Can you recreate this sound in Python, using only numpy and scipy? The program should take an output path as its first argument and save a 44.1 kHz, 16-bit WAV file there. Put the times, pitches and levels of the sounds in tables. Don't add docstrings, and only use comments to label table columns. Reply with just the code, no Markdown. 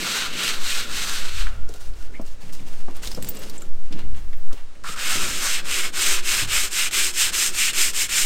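import sys
import numpy as np
from scipy import signal
from scipy.fft import rfft, irfft
from scipy.io import wavfile
from scipy.ndimage import uniform_filter1d

SR = 44100
rng = np.random.default_rng(int(sys.argv[2]) if len(sys.argv) > 2 else 0)


def nominal_scale(level):
    x = np.asarray(level, float) / 20
    return 10 ** x


def wav_record(signal):
    frames = np.transpose(np.atleast_2d(signal))
    bounded = np.clip(frames, -1, 1)
    quanta = np.round(bounded * 32767).astype(np.int16)
    wavfile.write(sys.argv[1], SR, quanta)


N = 363825
T = np.arange(N) / SR

# start_s, fine hiss over the rasp (hiss_db),
# drag left while the hand turns, relative to the stroke (drag_db)
HISS_AND_DRAG = [(0, -4, -9.5), (1.1, -3, -15.5), (1.48, -5.5, -10.5), (4.83, -3.5, -10), (5.2, -1, -16),
                 (6.0, -1, -25.5), (7.0, 0, -25.5), (7.6, 2.5, -19), (8.25, 1, -24)]


def unit(x):
    return x / np.sqrt(np.mean(x ** 2))


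def colour(x, points):
    hz, db = np.transpose(points)
    f = np.maximum(np.arange(N // 2 + 1) * SR / N, 1)
    gain_db = np.interp(np.log(f), np.log(hz), db)
    return irfft(rfft(x) * nominal_scale(gain_db), N)


def band(x, lo_hz, hi_hz, order=3):
    edges_hz = [lo_hz, min(hi_hz, SR / 2.2)]
    return signal.sosfilt(signal.butter(order, edges_hz, "band", fs=SR, output="sos"), x)


def ring(x, hz, width_hz):
    return signal.lfilter(*signal.iirpeak(hz, hz / width_hz, fs=SR), x)


def walk(rate):
    hold = int(SR / rate)
    steps = np.repeat(rng.standard_normal(N // hold + 1), hold)
    return 1.4 * uniform_filter1d(uniform_filter1d(steps, hold), hold)[:N]


def curves(table):
    s, *columns = np.transpose(table)
    return [np.interp(T, s, c) for c in columns]


def grains(spread_db):
    return rng.standard_normal(N) * nominal_scale(spread_db * rng.exponential(size=N))


def decay(seconds, t60):
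    t = np.arange(int(seconds * SR)) / SR
    return t, np.exp(-np.log(1000) * t / t60)


def swell(s, rise_s, t60):
    t = np.maximum(T - s, 0)
    return (1 - np.exp(-t / rise_s)) * np.exp(-np.log(1000) * t / t60)


def struck(noise, fade):
    sound = noise[::-1] * fade
    return sound * np.sqrt(np.sum(fade ** 2) / np.sum(sound ** 2))


def add(track, s, sound):
    i = int(s * SR)
    track[i:i + len(sound)] += sound[:N - i]


def hand(power, lean_share, ring_share):
    # start_s, length_s, rasp level_db at full speed,
    # lean_db (level change from start to end), frame ring over the rasp ring_db
    strokes = [(-.04, 0.34, -24.5, 4.5, -9), (0.328, .27, -25.5, 2, -10), (0.581, 0.29, -26, 5, -11),
               (.87, 0.38, -26, 0, -9), (1.16, 0.22, -33.5, 0, -9), (1.298, 0.18, -32.5, 3, -8.5),
               (4.837, 0.13, -34, -13, -5), (4.96, 0.27, -25.5, 6.5, -7.5), (5.148, 0.25, -27, -2.5, -9),
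               (5.297, .32, -25, 14, -8.5), (5.641, .27, -25, 1.5, -8), (5.922, .3, -21.5, -1, -9.5),
               (6.22, 0.25, -22, 5.5, -10), (6.469, 0.23, -21, -4.5, -11.5), (6.699, 0.2, -22.5, 10, -13),
               (6.906, 0.22, -21, -4.5, -12.5), (7.123, .19, -21.5, 7.5, -13.5),
               (7.319, 0.2, -21, -11, -13), (7.52, 0.2, -22.5, 8.5, -15.5), (7.732, 0.19, -21, -4.5, -12.5),
               (7.929, 0.15, -23.5, 2.5, -13), (8.083, 0.24, -21.5, -8, -13)]
    speed_power = 0.88
    energy, drag = 0, nominal_scale(curves(HISS_AND_DRAG)[1])
    for s, length, db, lean_db, ring_db in strokes:
        u = (T - s) / length
        along = np.clip(u, 0, 1)
        speed_squared = np.sin(np.pi * along) ** 2
        touching = (u > 0) * (u < 1.12)
        lean = nominal_scale(2 * lean_share * lean_db * (along - .5) / power)
        effort = speed_squared ** speed_power * lean + touching * drag ** 2
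        energy = energy + nominal_scale(2 * (db + ring_share * ring_db)) * effort ** power
    return uniform_filter1d(np.sqrt(energy), size=200)


def sanding():
    # start_s, level_db
    catches = [(4.838, -38), (5.6535, -45), (5.9289, -53), (6.4744, -42), (6.911, -30.5), (7.3317, -43),
               (7.5463, -36), (7.732, -34), (7.9338, -40), (8.093, -38)]
    # pitch_hz, width_hz, level_db over the grit
    frame = [(1400, 320, -22.5), (1460, 53, -23), (2206, 53, -3.5), (2580, 780, -3), (5400, 300, -17),
             (6120, 290, -6.5), (7480, 200, -16), (8330, 290, -10)]
    # frequency_hz, level_db
    outer_edge = [(290, -22), (500, -15.5), (570, -17), (906, -12), (1440, -4), (2130, -6.5), (2650, -5),
                  (4090, -2), (5160, -7), (8090, -6.5), (10100, -16), (13600, -15), (16000, -13)]
    # frequency_hz, level_db
    inner_edge = [(290, -80), (500, -22), (795, -20.5), (1440, -9), (2500, -6), (4660, -7), (5240, -2),
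                  (5710, -6), (7310, 0), (8700, -2), (10200, -11.5), (13600, -10), (16000, -9)]
    # start_s, level_db
    cabin_swells = [(5.16, -42.5), (5.73, -45.5), (5.97, -42), (6.2, -53), (6.48, -48.5), (6.92, -40.5),
                    (7.38, -46.5), (7.75, -47), (8.22, -44)]
    cabin_hz, cabin_width_hz, cabin_rise_s, cabin_t60_s = 367, 18, 0.0083, 1.88
    ring_lean, hiss_lean = 1.24, 0.54
    ring_power, hiss_power = 0.75, 1.16

    bites = np.zeros(N)
    for s, db in catches:
        add(bites, s, nominal_scale(db) * decay(.1, 0.023)[1])
    ring_gain = hand(ring_power, ring_lean, 1) + nominal_scale(-2) * bites
    rasp_gain = hand(1, 1, 0) + bites
    hiss_gain = nominal_scale(curves(HISS_AND_DRAG)[0]) * (hand(hiss_power, hiss_lean, 0) + bites)

    grit = grains(1.97) * nominal_scale(1.0 * walk(60))
    edge = grit + sum(nominal_scale(db + 3.4 * walk(12)) * ring(grit, hz, w) for hz, w, db in frame)
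    strokes_sound, pressure = 0, nominal_scale(.5 * walk(22))
    outside = T < N / SR / 3
    for points, here in ((outer_edge, outside), (inner_edge, ~outside)):
        rasp = colour(edge, points)
        low = ring_gain * nominal_scale(1.7 * walk(25)) * unit(band(rasp, 160, 1597))
        mid = rasp_gain * nominal_scale(0.27 * walk(25)) * unit(band(rasp, 1556, 4400))
        high = hiss_gain * nominal_scale(0.49 * walk(25)) * unit(band(rasp, 4230, 13800))
        strokes_sound = strokes_sound + here * (low + mid + high)
    cabin_gain = sum(nominal_scale(db) * swell(s, cabin_rise_s, cabin_t60_s) for s, db in cabin_swells)
    return pressure * strokes_sound + cabin_gain * unit(ring(grit, cabin_hz, cabin_width_hz))


def bar():
    # start_s, level_db, pitch_hz, t60_s
    bar_notes = [(.15, -39, 1380, 1.2), (.38, -44, 1380, .9), (.74, -38, 1390, .9), (.95, -43, 1380, 1.6),
                 (1.3, -47, 1340, 1.2), (1.471, -41, 1370, .8), (1.99, -48, 1450, .5),
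                 (4.841, -29.5, 1280, 0.73), (5.059, -27.5, 1330, 0.84)]
    gain = sum(nominal_scale(db) * swell(s, .02, t60) for s, db, hz, t60 in bar_notes)
    shake = unit(band(grains(0.79), 0.67, 57, order=2))
    pitch_hz = curves(bar_notes)[1]
    return gain * shake * np.sin(2 * np.pi * np.cumsum(pitch_hz) / SR)


def thuds():
    # start_s, knock level_db, knock pitch_hz,
    # boom level_db, boom pitch_hz, boom t60_s
    blows = [(1.692, -34, 476, -52, 300, 0.23), (1.745, -38, 500, -58, 300, 0.18),
             (2.194, -31.5, 516, -28, 276, 0.13), (2.429, -45, 400, -42.5, 178, 0.86),
             (2.6, -50, 350, -41, 197, 0.53), (2.881, -30, 806, -32.5, 282, 0.14),
             (3.174, -26.5, 514, -30.5, 179, 0.39), (3.905, -53, 400, -35.5, 215, 0.98),
             (4.529, -34.5, 382, -54, 200, .18), (4.89, -39, 407, -38.5, 220, .16),
             (5.15, -34, 353, -34.5, 210, 0.43), (6.421, -37, 250, -30, 120, 0.26)]
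    track = np.zeros(N)
    bursts = rng.standard_normal((len(blows), int(.8 * SR)))
    t, knock_fade = decay(.8, .08)
    for (s, db, hz, boom_db, boom_hz, boom_t60), burst in zip(blows, bursts):
        boom_fade = decay(.8, boom_t60)[1]
        knock = nominal_scale(db) * struck(band(burst, 0.62 * hz, 1.23 * hz, order=2), knock_fade)
        boom = nominal_scale(boom_db) * struck(band(burst, 0.58 * boom_hz, 1.39 * boom_hz, order=2), boom_fade)
        add(track, s, (knock + boom) * (1 - np.exp(-t / 0.0014)))
    return track


def jingles():
    # start_s, peak_db, favoured pitch_hz
    shakes = [(2.2134, -44, 10500), (2.5341, -39, 13300), (2.9644, -39, 9920), (3.0749, -35, 11000),
              (3.1467, -34, 12300), (3.2246, -30, 13300), (3.2444, -36, 9840), (3.2874, -16, 15200),
              (3.3493, -37, 9500), (3.3882, -33, 13500), (3.4965, -37, 12900), (3.6192, -43, 11600),
              (4.1061, -52, 14000), (4.368, -45, 14700)]
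    # pitch_hz, level_db, t60_s
    key_notes = [(8053, -10, 0.079), (9771, -22, 0.083), (11130, -33, 0.17), (12400, -7, 0.053),
                 (13260, -19, 0.038), (14330, -2, 0.035), (14560, -11, 0.051), (14800, -8, 0.054)]
    track = np.zeros(N)
    spread = rng.standard_normal((len(shakes), 2, len(key_notes)))
    chatter = rng.standard_normal((len(shakes), int(.2 * SR))) ** 3 * decay(.2, 0.03)[1]
    for (s, db, hz), (favour, detune), shake in zip(shakes, spread, chatter):
        bunch = 0
        for (note_hz, note_db, t60), u, v in zip(key_notes, favour, detune):
            width_hz = np.log(1000) / np.pi / t60
            note = ring(shake, note_hz * (1 + 0.022 * v), width_hz)
            bunch = bunch + nominal_scale(note_db + 5 * u) * note * np.sqrt(t60)
        clatter = unit(band(shake, 6000, 18000))
        keys = unit(ring(shake, hz, 45)) + nominal_scale(7.0) * unit(bunch) + nominal_scale(-14) * clatter
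        add(track, s, nominal_scale(db) * keys / np.abs(keys).max())
    return track


def taps():
    # start_s, ring level_db, ring pitch_hz, ring width_hz, crack over the ring crack_db
    touches = [(1.468, -28.5, 1460, 500, -14), (1.69, -40.5, 6500, 4000, -4), (1.739, -45, 5000, 5050, 6),
               (1.936, -50, 4000, 3000, -6), (2.214, -48, 5800, 1500, -3), (2.263, -50, 7000, 4000, -3),
               (2.493, -45, 2300, 800, -4), (2.532, -40, 7700, 4000, -15), (2.593, -46, 2400, 600, -12),
               (2.965, -46, 8000, 2500, -4), (3.034, -37, 2170, 1510, 0), (3.055, -35, 3500, 2500, -3),
               (3.073, -32, 4200, 2500, 3.5), (3.116, -32.5, 4700, 900, 0), (3.147, -33.5, 5110, 900, -3),
               (3.225, -31, 7900, 900, 2), (3.246, -36, 7800, 900, 7), (3.287, -31, 7760, 900, -3),
               (3.37, -36.5, 7850, 1200, -1), (3.497, -37, 4830, 2500, 1), (3.579, -32.5, 7500, 700, -16),
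               (3.62, -36, 7500, 700, -2), (3.622, -44, 1400, 200, -30), (3.925, -35, 3600, 2000, -20),
               (3.994, -45, 2800, 1500, -11), (4.163, -49, 7500, 2930, -6), (4.33, -41.5, 1970, 1400, -12),
               (4.51, -42, 1300, 300, -22), (4.529, -40, 5000, 5000, -9), (4.751, -51, 2400, 600, -10),
               (4.843, -29, 1190, 350, -17)]
    t60_s, damping = 0.084, 0.43
    track = np.zeros(N)
    cracks = rng.standard_normal((len(touches), int(.6 * SR)))
    for (s, db, hz, width_hz, crack_db), noise in zip(touches, cracks):
        fade = decay(.6, t60_s * (1000 / hz) ** damping)[1]
        note = struck(ring(ring(noise, hz, width_hz), hz, 2.0 * width_hz), fade)
        crack = struck(band(noise, 1500, 9000, order=1), fade ** 2.1)
        add(track, s, nominal_scale(db) * (note + nominal_scale(crack_db) * crack))
    return track


def rustle():
    # start_s, length_s, level_db, treble over it treble_db
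    brushes = [(1.47, 0.093, -47.5, -6), (1.678, 0.067, -49.5, 3.5), (1.789, 0.083, -52.5, 2),
               (1.947, 0.08, -50, -1), (2.118, .05, -50, -4), (2.24, 0.054, -55.5, 3.5),
               (2.396, 0.084, -54, 0), (2.519, 0.033, -52.5, 4.5), (2.56, .36, -54, -1),
               (2.65, 0.12, -56.5, 4), (2.944, .03, -49, -2), (3.017, 0.061, -45.5, 5.5),
               (3.097, 0.077, -49.5, 3.5), (3.214, 0.077, -47, 3.5), (3.327, 0.19, -47, -0.5),
               (3.554, 0.055, -54, -2), (3.83, 0.032, -58, -4), (3.904, 0.11, -47.5, -7),
               (4.14, 0.053, -53, -5), (4.325, 0.026, -72, 2), (4.518, .03, -49, -4),
               (4.56, 0.071, -55, -15), (4.68, .14, -72, -18)]
    # frequency_hz, level_db
    fibre_colour = [(400, -13), (700, 0.5), (1300, -2), (2200, -2), (2750, -2), (3300, -2), (6000, -10),
                    (8800, -13), (10000, -18.5), (14000, -20.5), (16000, -26)]
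    # pitch_hz, width_hz, level_db
    buckle_hz, buckle_width_hz, buckle_db = (2800, 71, 1)
    rise_share, fall_s = 0.25, 0.055
    gain = treble_gain = 0
    for s, length, db, treble_db in brushes:
        rise = np.clip((T - s) / (rise_share * length), 0, 1)
        brush = nominal_scale(db) * rise * np.exp(-np.maximum(T - s - length, 0) / fall_s)
        gain = gain + brush
        treble_gain = treble_gain + nominal_scale(treble_db) * brush
    fibres = colour(grains(2.65) * nominal_scale(3.0 * walk(45)), fibre_colour)
    fibres = fibres + nominal_scale(buckle_db) * ring(fibres, buckle_hz, buckle_width_hz)
    body = gain * unit(band(fibres, 500, 5300))
    treble = treble_gain * nominal_scale(0.73 * walk(29.72)) * unit(band(fibres, 4440, 22000))
    return body + treble


def squeak():
    # from_hz, to_hz, level_db
    from_hz, to_hz, db = (1950, 2350, -40.5)
    start_s, length_s = 2.138, .04
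    track = np.zeros(N)
    u = np.linspace(0, 1, int(length_s * SR))
    hz = (from_hz + (to_hz - from_hz) * u) * (1 + 0.075 * walk(515)[:len(u)])
    envelope = np.abs(np.sin(np.pi * u)) ** .5
    add(track, start_s, nominal_scale(db) * envelope * np.sin(2 * np.pi * np.cumsum(hz) / SR))
    return track


def air():
    # start_s, slow push_db into the membrane, buffet_db, murmur_db
    gusts = [(0.0, -37, -52, -40.5), (0.76, -20, -49, -45), (0.85, -25, -41, -42), (1.19, -11, -41, -48.5),
             (1.4, -12, -22, -52.5), (1.81, -16, -39.5, -54.5), (1.88, -12, -35, -54),
             (2.53, -19, -46.5, -53), (2.8, -12.5, -43.5, -50.5), (3.4, -31, -42, -42),
             (3.65, -8.5, -46, -50), (3.97, -16, -40, -62), (4.11, -9, -29, -56), (4.44, -7.5, -46, -59),
             (4.5, -1, -39, -58), (4.69, -18, -46.5, -57), (5.1, -22.5, -47, -47),
             (5.26, -16.5, -40, -44.5), (5.58, -19.5, -50, -46.5), (6.32, -16, -47.5, -49.5),
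             (6.48, -18, -28, -46.5), (6.69, -25.5, -46.5, -49.5), (8.16, -27, -46, -48.5),
             (8.25, -19.5, -44, -52)]
    # frequency_hz, level_db
    yard_colour = [(300, 6.5), (800, -5), (1600, -8), (3000, -13), (6000, -15), (9000, -18.5), (12000, -37),
                   (16000, -36)]
    push, buffet, murmur = nominal_scale(np.array(curves(gusts)))
    noise = rng.standard_normal((4, N))
    slow = colour(noise[0], [(1, -3), (2.5, 7), (5, 4.5), (10, -13.5), (20, -52), (60, -85)])
    flaps = colour(noise[1], [(5, -38), (15, -6.0), (35, -2.5), (90, -17), (200, -41.0), (500, -86)])
    low = colour(noise[2], [(50, -22), (120, -5), (190, 0), (320, -4.0), (550, -5.5),
                            (800, -23), (2000, -62)])
    hiss = band(colour(noise[3], yard_colour), 630, 19000, order=2)
    lean = 0.65 * np.tanh(push * unit(slow) / 0.55)
    buffeting = buffet * nominal_scale(1.5 * walk(9)) * unit(flaps)
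    neighbourhood = murmur * nominal_scale(1.86 * walk(12)) * unit(low)
    return lean + buffeting + neighbourhood + nominal_scale(-54.5) * unit(hiss)


def scene():
    near = sanding() + bar() + rustle() + taps() + jingles() + squeak() + thuds()
    t, fade = decay(.5, 0.17)
    walls = band(rng.standard_normal(len(t)), 230, 5100, order=1) * fade * (t > .006)
    echo = signal.fftconvolve(near, walls / np.sqrt(np.sum(walls ** 2)))[:N]
    return (near + nominal_scale(-18.5) * echo + air())[None]


def roll_off(x):
    return signal.sosfilt(signal.butter(12, 16540, fs=SR, output="sos"), x)


def record(dry):
    top_hz = 15870
    cut = signal.sosfilt(signal.ellip(10, .2, 70, top_hz, fs=SR, output="sos"), dry)
    return roll_off(cut)


dry = scene()
out = record(dry)
wav_record(out)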